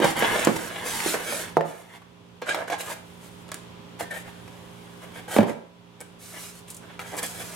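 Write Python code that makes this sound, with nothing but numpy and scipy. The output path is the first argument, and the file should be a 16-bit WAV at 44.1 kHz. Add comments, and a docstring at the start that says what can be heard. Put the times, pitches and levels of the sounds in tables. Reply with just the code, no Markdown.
"""Unpacking a foam-wrapped barrel

A foam-wrapped barrel is pulled from a long cardboard box and laid on a plywood bench; fingers scrape out a
plastic disc, the box is swung aside and dropped, and the wrap is handled again while a fan motor hums.
Rubbing is built from random tiny slips, knocks and clicks from ringing modes and noise bursts, and the fan
from wavering tones over shaped noise. Echoes add a small workshop; a limiter ducks after the hardest knocks."""
import sys
import numpy as np
from scipy import signal
from scipy.fft import rfft, irfft
from scipy.io import wavfile
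from scipy.ndimage import uniform_filter1d, minimum_filter1d

SR = 44100
rng = np.random.default_rng(int(sys.argv[2]) if len(sys.argv) > 2 else 0)


def inscribe(sig):
    """Save sig as 16-bit PCM at rate SR to the path in sys.argv[1].

    A 1-D sig is mono; a 2-D sig holds one channel per row.
    Samples are clipped to [-1, 1] before scaling.
    """
    pcm = np.round(np.clip(np.atleast_2d(sig).T, -1, 1) * 32767)
    wavfile.write(sys.argv[1], SR, pcm.astype(np.int16))


N = 332955
T = np.arange(N) / SR  # time in seconds


# the wrap slides steadily on itself and on the box; levels before the trims in foam_rustle
# columns: start t/s, length/s, foam hiss level/dB, cardboard rasp level/dB
SLIDES = [(.01, 0.099, -36.5, -31), (0.143, 0.3, -38, -28.5), (0.45, 0.23, -43, -40.5),
          (0.831, 0.3, -35.5, -36), (1.138, 0.3, -44.5, -38.5), (1.428, 0.065, -50, -49),
          (1.648, 0.17, -49, -47), (1.8, .16, -55, -49.5), (3.024, 0.4, -58.5, -72), (4.25, 1, -61, -61.5),
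          (6.183, 0.32, -43.5, -67), (6.508, 0.084, -48.5, -66), (6.797, 0.15, -63, -52.5),
          (7.036, 0.12, -47.5, -49.5), (7.234, 0.42, -44, -51)]
# a loose fold or a hand brushes past; levels before the same trims
# columns: peak t/s, length/s, foam hiss level/dB, cardboard rasp level/dB
BRUSHES = [(0.565, 0.02, -33.5, -27.5), (0.792, 0.33, -46.5, -38.5), (1.091, 0.16, -33, -41),
           (1.339, 0.28, -35.5, -45), (1.685, 0.1, -42.5, -40.5), (1.953, 0.084, -49.5, -45),
           (2.942, 0.18, -59, -48), (3.251, .11, -51.5, -54), (4.281, 0.085, -55, -46),
           (5.034, 0.064, -54, -46.5), (5.175, 0.096, -50.5, -42.5), (6.014, 0.039, -49, -43.5),
           (6.365, 0.1, -53, -41.5), (6.432, .17, -41.5, -65), (7.188, 0.039, -33.5, -38),
           (7.244, 0.063, -36.5, -35), (7.411, 0.056, -42, -43)]
# loudness of the foam hiss over pitch; columns: f/Hz, level/dB
FOAM_SPECTRUM = [(100, -28), (400, -8), (1500, -3), (3000, -4), (4800, -4.5), (7000, -3), (9000, -1),
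                 (11300, -3), (13000, -9), (16000, -14)]


def foam_rustle(hiss_trim_db=-2, rasp_trim_db=-3):
    """Foam cells flick past each other in a fine hiss and drag on the box walls."""
    hiss_power, rasp_power = np.zeros((2, N))
    moves = [(0, slide_pressure(s, length), hiss, rasp) for s, length, hiss, rasp in SLIDES]
    moves += [(s - length / 2, brush_pressure(length), hiss, rasp) for s, length, hiss, rasp in BRUSHES]
    for s, pressure, hiss, rasp in moves:  # overlapping movements add in power
        add(hiss_power, s, (undb(hiss) * pressure) ** 2)
        add(rasp_power, s, (undb(rasp) * pressure) ** 2)
    hiss_gain, rasp_gain = np.sqrt(hiss_power), np.sqrt(rasp_power)

    cell_slips = slips(rate=12000, spread_db=2.5, catch_db=0.5, catch_rate=87)
    cells = unit(colour(cell_slips, FOAM_SPECTRUM), (5000, 15000))
    # a light touch only flicks the cell tips, so it keeps less of the hiss's lower part
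    firm_touch_db, light_touch_hz, light_touch_power = -39, 9900, 0.18
    deep = cut(cells, light_touch_hz, "low", order=1)
    firmness = (hiss_gain / undb(firm_touch_db)) ** light_touch_power
    cells = cells + (firmness - 1) * deep

    walls = panel(slips(rate=3500, spread_db=1.0, catch_db=2.05, catch_rate=60), ring_share=0.27)
    # the contact patch wanders, so the lower and upper panel modes take turns
    lower = cut(walls, 1200, "low", order=1)
    sway = undb(2.0 * walk(20))
    walls = unit(lower * sway + (walls - lower) / sway, (1300, 3500))
    hiss = undb(hiss_trim_db) * cells * hiss_gain
    return hiss + undb(rasp_trim_db) * walls * rasp_gain


def slide_pressure(s, length, attack_s=0.039, release_t60_s=0.15):
    """A slide takes hold, stays steady and lets go."""
    t = T - s
    return np.clip(t / attack_s, 0, 1) * fade(np.maximum(t - length, 0), release_t60_s)


def brush_pressure(length, sharpness=1.19):
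    """A brush is one smooth swell: half a sine wave raised to a power."""
    angle = np.linspace(0, np.pi, max(int(length * SR), 8))
    return np.abs(np.sin(angle)) ** sharpness


# short strokes of skin, foam or bench on cardboard and wrap
# columns: start t/s, rise/s, fall/s, rasp level/dB, grit level/dB, panel resonance f/Hz
SCRAPES = [(0, 0.036, 0.043, -19.5, -24, 830), (.222, 0.014, 0.11, -26.5, -54, 1570),
           (1.13, 0.0069, 0.021, -25, -44, 1710), (2.455, .024, 0.022, -27, -34.5, 1480),
           (2.481, 0.0089, 0.049, -23, -22.5, 1570), (2.546, 0.0064, 0.087, -28.5, -43, 654),
           (2.601, 0.0043, 0.048, -33, -64, 626), (2.671, 0.0065, .014, -28, -39, 1400),
           (2.694, .034, 0.026, -24, -29, 810), (2.778, .026, 0.027, -37, -33.5, 1660),
           (2.829, .088, 0.02, -33, -33, 960), (3.986, 0.0091, .044, -35.5, -39.5, 1670),
           (4.101, 0.0036, 0.066, -39, -44.5, 1740), (4.131, 0.047, .042, -41.5, -45.5, 1870),
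           (5.276, 0.064, 0.095, -32, -35, 750), (5.46, 0.025, 0.044, -28, -38, 613),
           (6.669, 0.012, 0.06, -61.5, -45.5, 3040), (6.992, .006, 0.064, -38, -46, 1350),
           (7.115, 0.019, 0.094, -35, -65, 424)]
# loudness of the fine grit over pitch; columns: f/Hz, level/dB
GRIT_SPECTRUM = [(300, -16), (1500, -6), (3000, 1), (4000, -3), (5200, -7.5), (7200, -2.5), (9500, -1),
                 (11300, -4), (13000, -6), (16000, -16)]


def cardboard_scrapes(edge_db=-12, resonance=0.39, width=1.1):
    """Each stroke swells and lets go, and sings a little in the resonance of the panel under it."""
    rasp = panel(slips(rate=1600, spread_db=2.5, catch_db=-1.0, catch_rate=110), ring_share=0.41)
    grit_slips = slips(rate=7000, spread_db=-3.0, catch_db=1.5, catch_rate=130)
    grit = unit(colour(grit_slips, GRIT_SPECTRUM))
    out, t = np.zeros(N), T[:SR // 4]
    for s, rise, fall, rasp_db, grit_db, panel_hz in SCRAPES:
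        # a smaller, stiffer panel rasps in a higher band; these edges are for a 1 kHz panel
        stiffness = (panel_hz / 1000) ** 0.34
        low_hz, bright_hz = 393 * stiffness, 1770 * stiffness
        # a firmer stroke has coarser grit: 5.5 dB more rasp lowers the top edge by an octave
        top_hz = 13600 * 2 ** (-(rasp_db + 30) / 5.5)
        start = max(int(s * SR), 0)
        part = slice(start, start + len(t))
        corners = np.cumsum([0, .004, rise, fall, .02])
        pressure = undb(np.interp(t, corners, [-50, edge_db, 0, edge_db, -90]))
        body = unit(cut(cut(rasp[part], bright_hz, "low"), low_hz, "high"))
        squeak = unit(cut(rasp[part], (panel_hz / width, panel_hz * width), "bandpass", order=1))
        sand = cut(grit[part], top_hz, "low")
        stroke = undb(rasp_db) * unit(body + resonance * squeak) + undb(grit_db) * sand
        add(out, s, pressure * stroke)
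    return out


# ringing modes of the cardboard box, also used for its knocks; columns: f/Hz, level/dB, t60/s
BOX_MODES = [(115.4, -7.5, 0.51), (161, -4, 0.21), (221.6, 2.5, 0.086), (243, -6, 0.067), (314, 0, 0.08),
             (356, 0.5, 0.044), (484, 6.5, 0.057), (565, -2, 0.07), (632, -1.5, 0.058), (794, 4.5, 0.031),
             (913, 3.5, 0.032), (1300, -18.5, 0.034), (1626, 4.5, 0.02), (1920, -2.5, 0.0077),
             (2086, 9.5, 0.019), (2284, 10.5, 0.028), (3160, 7, 0.0063)]
# loudness of the cardboard over pitch; columns: f/Hz, level/dB
BOARD_SPECTRUM = [(80, -6.5), (170, -4.5), (330, 0), (700, 4.5), (1150, 0.5), (1700, 5), (2500, -5),
                  (3300, -1.5), (4200, -13.5), (8000, -26), (16000, -49)]


def panel(force, ring_share):
    """A cardboard panel radiates the slips directly and through its modes."""
    modes = ring(BOX_MODES)
    rung = signal.fftconvolve(force, modes / np.sqrt(np.sum(modes ** 2)))[:N]
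    return colour(force + ring_share * rung, BOARD_SPECTRUM)


def slips(rate, spread_db, catch_db, catch_rate):
    """Friction: tiny slips of uneven size that bunch as the surface catches and lets go."""
    size = undb(spread_db * np.minimum(rng.exponential(size=N), 3)) * rng.uniform(-0.95, 1, N)
    happens = rng.random(N) < rate / SR  # rate is in slips per second
    return unit(happens * size * undb(catch_db * walk(catch_rate)))


# fingertips squeak on the cardboard; columns: start t/s, length/s, level/dB, f/Hz
SQUEAKS = [(2.505, 0.015, -26, 1650), (2.706, 0.022, -29, 690), (4.003, 0.049, -44, 1810),
           (4.102, .03, -36, 1787), (4.14, 0.045, -43, 1830)]


def finger_squeaks(waver=0.011, rough_db=2.5):
    """Skin sticks and slips in step with one panel resonance for a moment."""
    out, drift, grip = np.zeros(N), walk(350), undb(rough_db * walk(250))
    for s, length, db, hz in SQUEAKS:
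        window = np.hanning(max(int(length * SR), 8))
        part = slice(int(s * SR), int(s * SR) + len(window))
        phase = 2 * np.pi * np.cumsum(hz * (1 + waver * drift[part])) / SR
        add(out, s, undb(db) * np.sqrt(2 * window) * grip[part] * np.sin(phase))
    return out


# the box is bumped or lands; crack level is relative to the blow
# columns: t/s, level/dB, contact corner f/Hz, flexing f/Hz, crack level/dB
BOX_KNOCKS = [(.001, -20, 610, 323, -17), (.019, -20, 590, 336, -22), (.044, -18.5, 1220, 207, -11),
              (.2238, -18, 1390, 463, -32), (.448, -39, 450, 243, -18), (.4718, -12, 1030, 314, -21.5),
              (.486, -25, 400, 230, -25), (1.003, -32, 2500, 2170, -16), (1.061, -24, 450, 350, -25),
              (1.142, -24.5, 1200, 435, -14), (1.324, -30, 910, 547, -25), (2.019, -43.5, 1500, 1130, -15),
              (2.4172, -38.5, 2000, 890, -6), (2.4215, -25.5, 2200, 496, -30),
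              (2.5457, -22, 2060, 760, -10.5), (2.6035, -32, 1200, 650, -27),
              (2.7005, -25.5, 1520, 596, -10.5), (4.008, -29, 1000, 680, -13),
              (4.478, -45.5, 2200, 290, -11), (5.3645, -15.5, 1030, 425, -22),
              (5.3845, -22, 2570, 616, -25), (5.3875, -5, 627, 565, -30), (5.39, -7, 250, 218, -35),
              (5.399, -22, 160, 120, -40), (5.406, -16.5, 1370, 655, -22), (5.4305, -10.5, 670, 390, -32),
              (5.495, -22, 700, 516, -17), (6.993, -33, 2440, 1320, -11)]


def box_knocks():
    """Blows on slack cardboard flex it strongly and leave a long flutter."""
    return knocks(BOX_KNOCKS, BOX_MODES, flex=5.4, flex_t60=0.036,
                  rattle=7.1, rattle_t60=0.13, crack_t60=0.035)


# the wrapped barrel meets the bench and rocks once; crack level is relative to the blow
# columns: t/s, level/dB, contact corner f/Hz, flexing f/Hz, crack level/dB
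BENCH_KNOCKS = [(1.5693, -4, 1180, 700, -31), (1.6092, -16.5, 1955, 1770, -25)]
# ringing modes of the plywood bench; columns: f/Hz, level/dB, t60/s
BENCH_MODES = [(161, 7, 0.27), (227, 5, 0.09), (308, 6, 0.036), (370, 22, 0.021), (468, 16, 0.06),
               (558, 1.5, 0.34), (658, 20, 0.046), (778, -28, 0.18), (870.5, 3, 0.35), (1030, -14, 0.26),
               (1206, 4.5, 0.1), (1640, -7, 0.059), (3500, -20, .04)]


def bench_knocks():
    """Blows on the plywood ring its modes with a shorter flutter than the box."""
    return knocks(BENCH_KNOCKS, BENCH_MODES, flex=3.3, flex_t60=0.05,
                  rattle=5.4, rattle_t60=0.046, crack_t60=0.021)


def knocks(rows, modes, flex, flex_t60, rattle, rattle_t60, crack_t60):
    """A blow flexes the panel for a few cycles, rings its modes and flutters; soft contact dulls it."""
    out, t = np.zeros(N), T[:SR // 3]
    for s, db, contact_hz, flex_hz, crack_db in rows:
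        # a harder blow on a slacker panel reaches deeper: an octave for each 27.5 dB
        low_hz = 118 * (flex_hz / 400) ** 0.51 * 2 ** (-db / 27.5)
        flutter, crack = rng.standard_normal((2, len(t)))
        body = ring(modes) + rattle * flutter * fade(t, rattle_t60)
        body = body + flex * np.cos(2 * np.pi * flex_hz * t) * fade(t, flex_t60)
        body = blow(cut(cut(body, contact_hz, "low"), low_hz, "high", order=4))
        # cardboard and wood crack with a soft top
        crack = cut(crack * fade(t, crack_t60), 1160, "high")
        crack = blow(cut(crack, 10000, "low", order=1))
        add(out, s, undb(db) * (body + undb(crack_db) * crack))
    return out


def blow(x):
    """Scale to rms 1 over the first 8 ms."""
    return x / np.sqrt(np.mean(x[:SR // 125] ** 2))


# creases snap in the foam; columns: t/s, peak level/dB, f/Hz, t60/s
SNAPS = [(0.167, -26, 9000, 0.023), (0.191, -23, 11000, .06), (0.3947, -17, 8000, 0.0077),
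         (0.4478, -13, 7900, 0.027), (6.005, -25, 7960, 0.009), (6.0112, -21, 8400, 0.019),
         (6.7021, -23, 8700, 0.078), (6.745, -30, 8600, 0.048), (6.766, -31, 8340, 0.078),
         (7.167, -28, 9000, .04), (7.175, -33, 9000, .04), (7.188, -28, 9000, 0.039),
         (7.2292, -17.5, 8340, 0.061), (7.262, -24, 8040, 0.058)]


def foam_snaps(width=1.23):
    """A crease buckles in a quick burst of tiny cracks, made of band-limited noise."""
    out, t = np.zeros(N), T[:SR // 8]
    for s, db, hz, t60 in SNAPS:
        burst = rng.standard_normal(len(t)) * fade(t, t60) * (1 - fade(t, 0.0011))
        add(out, s, undb(db) * peak(cut(burst, (hz / width, hz * width), "bandpass", order=1)))
    return out


# the plastic disc is put down, rim first; columns: t/s, peak level/dB, contact corner f/Hz
DISC_TAPS = [(3.482, -37, 9000), (3.49, -28.5, 1200), (3.5176, -15, 4000), (3.5433, -16, 15000)]
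# ringing modes of the disc; columns: f/Hz, level/dB, t60/s
DISC_MODES = [(616, -15, 0.055), (880, -19, 0.045), (1300, -5, 0.046), (1680, -0.5, 0.031),
              (3480, -10, .025), (7270, 10.5, 0.0055), (8540, 14.5, 0.0033), (10400, 13, .004)]


def disc_taps(tick=2.4, plywood=1.0, plywood_t60=0.21):
    """Thin plastic clicks; the plywood under the disc shivers a little longer."""
    out, t = np.zeros(N), T[:SR // 3]
    for s, db, contact_hz in DISC_TAPS:
        snap, shiver = rng.standard_normal((2, len(t)))
        click = ring(DISC_MODES) + tick * snap * fade(t, 0.022)
        click = click + plywood * cut(shiver, 2600, "low") * fade(t, plywood_t60)
        add(out, s, undb(db) * peak(cut(cut(click, contact_hz, "low", order=1), 410, "high")))
    return out


# steady tones of the fan motor; columns: f/Hz, level/dB
HUM = [(118.4, -54.5), (174.8, -47.5), (232.7, -58), (290.7, -60), (349.9, -70.5), (407.8, -54), (468, -76),
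       (523, -61), (987, -62.5)]
# loudness of the rush of air over pitch; columns: f/Hz, level/dB
AIR_SPECTRUM = [(30, -30), (68, -15.5), (102, -6.5), (140, -14.5), (200, -12), (320, -13), (526, -14.5),
                (700, -17), (988, -15.5), (1810, -24.5), (3400, -22.5), (4300, -30), (11400, -41),
                (16000, -48)]


def fan(air_db=-50.5):
    """Motor tones waver in phase over a rush of air that drifts slightly in level."""
    hum = sum(undb(db) * np.sin(2 * np.pi * hz * T + 0.14 * walk(1.87)) for hz, db in HUM)
    air = unit(colour(stereo_noise(N), AIR_SPECTRUM), (500, 4000))
    return hum + air * undb(air_db + .5 * walk(3.2))


def workshop(x, near_db, wet_db, count):
    """The point of contact keeps moving, so the sound drifts between the echoes of several spots."""
    shares = np.array([walk(14) for _ in range(count)])
    shares /= np.sqrt(np.sum(shares ** 2, axis=0))  # total power stays even
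    out = x
    for share in shares:
        out = out + signal.oaconvolve((share * x)[None], echoes(near_db, wet_db), axes=1)[:, :N]
    return out


def echoes(near_db, wet_db, low_t60=0.35, mid_t60=0.52, high_t60=0.36):
    """From one spot: bench and box scatter the sound at once, shelves and walls add a short tail."""
    t = T[:SR // 2]
    noise = stereo_noise(len(t))
    low, high = cut(noise, 280, "low"), cut(noise, 3800, "high")
    mid = cut(cut(noise, 334, "high"), 4300, "low")
    tail = low * fade(t, low_t60) - mid * fade(t, mid_t60) + high * fade(t, high_t60)
    tail = tail * np.clip((t - .004) / 0.0036, 0, 1)
    near = cut(stereo_noise(len(t)), 580, "high", order=1) * fade(t, 0.026) * (t > .0006)
    return sum(undb(db) * part / np.sqrt(np.sum(part ** 2) / 2)
               for db, part in [(near_db, near), (wet_db, tail)])


# how alike the two channels are; columns: f/Hz, likeness (0-1)
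LIKENESS = [(100, 0.84), (300, 0), (700, 0), (2000, 0.03), (5000, 0), (14000, 0.2)]


def stereo_noise(n):
    """Two noises, alike in the deep bass and mostly unrelated above."""
    mid, side = rfft(rng.standard_normal((2, n)))
    alike = along(LIKENESS, n)
    signs = np.array([[1], [-1]])
    return irfft(mid * np.sqrt((1 + alike) / 2) + side * np.sqrt((1 - alike) / 2) * signs, n)


def walk(rate):
    """Random levels held 1 / rate s and smoothed twice; spread near 1."""
    k = max(int(SR / rate), 1)
    steps = np.repeat(rng.standard_normal(N // k + 1), k)
    return 1.28 * uniform_filter1d(uniform_filter1d(steps, k), k)[:N]


def ring(modes):
    """Impulse response of a set of damped modes."""
    t = T[:SR // 3]
    return sum(undb(db) * fade(t, t60) * np.cos(2 * np.pi * hz * t) for hz, db, t60 in modes)


def fade(t, t60):
    """Exponential decay, down 60 dB after t60 seconds."""
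    return np.exp(-np.log(1000) * t / t60)


def undb(db):
    """Decibels to gain."""
    return 10 ** (np.asarray(db) / 20)


def along(points, n):
    """A (f/Hz, value) table read at the bins of an n-sample spectrum."""
    hz, value = np.transpose(points)
    return np.interp(np.log(np.arange(n // 2 + 1) * SR / n + 1), np.log(hz), value)


def colour(x, points):
    """Shape a sound with a (f/Hz, level/dB) table."""
    n = x.shape[-1]
    return irfft(rfft(x) * undb(along(points, n)), n)


def cut(x, hz, kind, order=2):
    """Butterworth filter."""
    edges = np.clip(hz, 10, .45 * SR)
    return signal.sosfilt(signal.butter(order, edges, kind, fs=SR, output="sos"), x)


def unit(x, band=None):
    """Scale to rms 1, in one band if given."""
    heard = x if band is None else cut(x, band, "bandpass", order=4)
    return x / np.sqrt(np.mean(heard ** 2))


def peak(x):
    """Scale to peak 1."""
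    return x / np.abs(x).max()


def add(out, s, x):
    """Mix a short sound in at s seconds."""
    start = max(int(s * SR), 0)
    out[start:start + len(x)] += x[:N - start]


def scene():
    """Everything on the bench sounds into the same small room, over the fan."""
    rubbing = foam_rustle() + cardboard_scrapes() + finger_squeaks()
    rubbing = workshop(rubbing, near_db=-0.5, wet_db=-6.0, count=8)
    blows = workshop(box_knocks() + bench_knocks(), near_db=-3.0, wet_db=-6, count=4)
    clicks = workshop(foam_snaps() + disc_taps(), near_db=-8.0, wet_db=-8.5, count=3)
    return rubbing + blows + clicks + fan()


def maximum_ahead(db):
    """Start each gain reduction smoothly, just before its peak."""
    return uniform_filter1d(-minimum_filter1d(-db, size=64), size=64)


# microphone balance; columns: f/Hz, left minus right level/dB
BALANCE = [(60, -7), (250, -6.5), (500, -3), (1000, -2.5), (2000, 0.4), (5000, -1.7), (14000, -1)]


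def record(dry, lag_ms=0.015):
    """The right microphone hears more bass, a moment later; a limiter catches peaks and recovers slowly."""
    ceiling_db, release_db_per_s, top_hz = -.5, 4, 16000
    left_tilt = [(hz, db / 2) for hz, db in BALANCE]
    right_tilt = [(hz, -db / 2) for hz, db in BALANCE]
    bins_hz = np.arange(N // 2 + 1) * SR / N
    late = irfft(rfft(dry[1]) * np.exp(-2j * np.pi * bins_hz * lag_ms / 1000), N)
    x = np.array([colour(dry[0], left_tilt), colour(late, right_tilt)])
    level_db = 20 * np.log10(np.abs(x).max(axis=0) + 1e-9)
    over_db = np.maximum(level_db - ceiling_db, 0)
    # hold the largest excess while it falls at the release rate
    duck_db = np.maximum.accumulate(over_db + release_db_per_s * T) - release_db_per_s * T
    x = x * undb(-maximum_ahead(duck_db))
    return signal.sosfilt(signal.ellip(10, .2, 80, top_hz, fs=SR, output="sos"), x)


dry = scene()
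out = record(dry)
inscribe(out)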